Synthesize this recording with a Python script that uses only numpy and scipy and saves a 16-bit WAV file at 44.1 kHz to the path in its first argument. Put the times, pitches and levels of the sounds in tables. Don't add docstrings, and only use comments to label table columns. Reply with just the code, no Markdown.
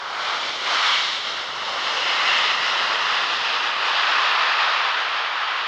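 import sys
import numpy as np
from scipy import signal
from scipy.fft import rfft, irfft
from scipy.io import wavfile
from scipy.ndimage import uniform_filter1d, minimum_filter1d

SR = 44100
rng = np.random.default_rng(int(sys.argv[2]) if len(sys.argv) > 2 else 0)


def waveform_to_disk(signal):
    frames = np.transpose(np.atleast_2d(signal))
    scaled = np.clip(frames, -1, 1) * 32767
    samples = np.round(scaled).astype(np.int16)
    wavfile.write(sys.argv[1], SR, samples)


N = 250443
FRAME_HZ = np.fft.rfftfreq(1024, 1 / SR)
CLOSEST_S, SPEED_M_PER_S, DISTANCE_M = 1.95, 63.3, 248


def gain_of(db):
    return 10 ** (np.asarray(db) / 20)


def evened(x):
    return x / np.sqrt(np.mean(x ** 2) + 1e-20)


def spectrum_db(points, hz):
    pitch_hz, level_db = np.transpose(points)
    return np.interp(np.log(hz + 1), np.log(pitch_hz + 1), level_db)


def follow(rows, t):
    time_s, *columns = np.transpose(rows)
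    return [np.interp(t, time_s, column) for column in columns]


def bell(x, centre, width):
    return np.exp(-.5 * ((x - centre) / width) ** 2)


def ramp(hz, zero_hz, full_hz):
    return np.clip(np.log((hz + 1) / zero_hz) / np.log(full_hz / zero_hz), 0, 1)


def to_frames(x, size=1024):
    _, t, spectra = signal.stft(x, SR, nperseg=size, noverlap=size - size // 4)
    return t[:, None], spectra.T


def to_sound(spectra, size=1024):
    return signal.istft(spectra.T, SR, nperseg=size, noverlap=size - size // 4)[1][:N]


# time_s, level_db
ROAR_LOUDNESS = [(0, -30.5), (.31, -23), (.58, -28), (.74, -19), (.91, -19), (1.21, -26), (1.53, -28.5),
                 (1.93, -22.5), (2.39, -18.5), (2.59, -21.5), (3.18, -20.5), (3.42, -22.5), (3.57, -21.5),
                 (3.75, -23), (4.04, -19), (4.42, -18.5), (4.75, -20), (5.07, -23.5), (5.44, -22.8),
                 (5.68, -25)]


def roar(level_db=-0.15, twinkle_db=0.5, flutter_db=0.52):
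    t, spectra = to_frames(turbulence(shocks_per_s=600, shock_share=0.2))
    twinkle = twinkle_db * eddies(spectra.shape, size=(10, 16))
    flutter = flutter_db * eddies((len(t), 1), size=(9, 1))
    colour = gain_of(engine_db(t) + wind_db(t) + ground_db(t) + twinkle)
    colour /= np.sqrt(np.mean(colour ** 2, axis=1, keepdims=True))
    loud_db = follow(ROAR_LOUDNESS, t)[0] + flutter + level_db
    return to_sound(spectra * colour * gain_of(loud_db))


def turbulence(shocks_per_s, shock_share):
    shocks = rng.standard_normal(N) * (rng.random(N) < shocks_per_s / SR)
    return evened(rng.standard_normal(N) + shock_share * evened(shocks))


def eddies(shape, size):
    patches = rng.standard_normal(shape)
    for axis, length in enumerate(size):
        for _ in range(2):
            patches = uniform_filter1d(patches, length, axis, mode="wrap")
    return evened(patches)


def bearing(t):
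    return np.arctan(SPEED_M_PER_S * (t - CLOSEST_S) / DISTANCE_M)


# pitch_hz, level_db
JET_SPECTRUM = [(60, -59.5), (200, -25), (330, -14.5), (550, -8.5), (850, -1), (1200, 4), (1900, -2),
                (3200, -3.5), (4200, -6), (5400, -15), (6800, -26.5), (8300, -41.5), (10000, -56.5),
                (13000, -67.5)]
# pitch_hz, width_hz, gain_db
ENGINE_HUMPS = [(520, 70, 2.5), (1653, 130, -2), (1980, 170, 2), (2416, 108, -4.5), (2920, 220, 3),
                (4620, 150, -2.5), (5260, 270, 0.94)]
# bearing_deg, spread_deg, pitch_hz, width_octaves, gain_db
ENGINE_BEAMS = [(-10.5, 3, 3740, 0.1, 3), (4.5, 3.3, 2300, 0.42, 4.3), (8.5, 27, 7000, .66, 7)]


def engine_db(t, hump_floor=.15, hump_boost=1.27, hump_spread_deg=22, rear_treble_db=-11.0):
    angle, hz = bearing(t), FRAME_HZ
    degrees = np.degrees(angle)
    doppler = 1 / (1 + SPEED_M_PER_S / 343 * np.sin(angle))
    clarity = hump_floor + hump_boost * bell(degrees, 0, hump_spread_deg)
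    humps = sum(db * bell(hz / doppler, pitch, width) for pitch, width, db in ENGINE_HUMPS)
    beams = sum(db * bell(degrees, aim, spread) * bell(np.log2((hz + 1) / pitch), 0, octaves)
                for aim, spread, pitch, octaves, db in ENGINE_BEAMS)
    facing = beams + rear_treble_db * np.sin(angle) * ramp(hz, 3000, 8000)
    return spectrum_db(JET_SPECTRUM, hz) + clarity * humps + facing - facing.mean(0)


# time_s, gain_db
MIDDLE_SWELL = [(0, 6), (.38, -0.3), (.58, -4), (.75, -0.5), (1.18, -2), (1.74, 2), (2.03, 0.2),
                (3.08, 2.5), (3.32, -1), (4.5, 0.5), (5.1, -0.6), (5.4, 2), (5.68, -1.7)]


def wind_db(t, body_steadiness=0.64, hiss_steadiness=0.2, mid_hz=1100, mid_octaves=0.83):
    swell_db = follow(ROAR_LOUDNESS, t)[0]
    middle_db = follow(MIDDLE_SWELL, t)[0] * bell(np.log2((FRAME_HZ + 1) / mid_hz), 0, mid_octaves)
    body = body_steadiness * ramp(FRAME_HZ, 1000, 520)
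    hiss = hiss_steadiness * ramp(FRAME_HZ, 3000, 8000)
    return middle_db - (body + hiss) * (swell_db - swell_db.mean())


# time_s, pitch_hz, gain_db
GROUND_DIP = [(.72, 245, 0), (.88, 315, -6.5), (1.13, 700, -5), (1.3, 870, -3.5), (1.48, 1400, 1),
              (1.74, 1860, -3), (3.7, 200, -2), (4.58, 195, -6.5), (5.68, 210, -10.5)]


def ground_db(t, width_octaves=0.93):
    dip_hz, dip_db = follow(GROUND_DIP, t)
    return dip_db * bell(np.log2((FRAME_HZ + 1) / dip_hz), 0, width_octaves)


# pitch_hz, relative_level_db
RUMBLE_SPECTRUM = [(15, -24), (40, -17.5), (75, -4), (115, -1.5), (190, 1), (300, -2), (600, -24),
                   (2000, -70.5)]


def rumble(level_db=-35, loudest_deg=6, spread_deg=17, end_on_db=-5):
    t, spectra = to_frames(rng.standard_normal(N))
    side_on = bell(np.degrees(bearing(t)), loudest_deg, spread_deg)
    loud_db = level_db + end_on_db * (1 - side_on)
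    tone_db = spectrum_db(RUMBLE_SPECTRUM, FRAME_HZ) + ground_db(t)
    return to_sound(spectra * gain_of(loud_db + tone_db))


# pitch_hz, relative_level_db
BREEZE_SPECTRUM = [(15, -7), (40, -9), (80, 2), (120, -3), (250, -21.5), (1000, -57)]


def breeze(level_db=-43):
    _, spectra = to_frames(rng.standard_normal(N))
    return to_sound(spectra * gain_of(level_db + spectrum_db(BREEZE_SPECTRUM, FRAME_HZ)))


# start_s, relative_level_db
OVERLOAD_TICKS = [(0.825, -51), (2.2603, -54), (3.5932, -52), (4.0128, -54), (4.0916, -56), (4.2258, -52),
                  (4.3221, -40), (4.3864, -50), (4.4243, -59), (4.5146, -59)]


def ticks(boost_db=11):
    start_s, level_db = np.transpose(OVERLOAD_TICKS)
    start_samples = np.round(start_s * SR).astype(int)
    return np.bincount(start_samples, weights=gain_of(level_db + boost_db), minlength=N)


def scene():
    return (roar() + rumble() + breeze() + ticks())[None]


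def housing(x, spacing_hz=1680, ripple_db=0.9, cavity_hz=1185, cavity_width_hz=60, cavity_db=-0.23):
    hz = np.fft.rfftfreq(N, 1 / SR)
    echo_db = ripple_db * ramp(hz, 2000, 4700) * np.cos(2 * np.pi * hz / spacing_hz)
    dip_db = cavity_db * bell(hz, cavity_hz, cavity_width_hz)
    return irfft(rfft(x) * gain_of(echo_db + dip_db), N)


def limiter(x, ceiling=.36, hold_samples=64, clipped_share=.1):
    needed_gain = ceiling / np.maximum(abs(x), ceiling)
    gain = uniform_filter1d(minimum_filter1d(needed_gain, hold_samples), hold_samples)
    return (1 - clipped_share) * gain * x + clipped_share * np.clip(x, -ceiling, ceiling)


def record(dry, hiss_db=-71.5, cutoff_hz=15800):
    picked_up = limiter(housing(dry[0])) + gain_of(hiss_db) * rng.standard_normal(N)
    low_pass = signal.firwin(1023, cutoff_hz, window=("kaiser", 9), fs=SR)
    return signal.oaconvolve(picked_up, low_pass, "same")[None]


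dry = scene()
out = record(dry)
waveform_to_disk(out)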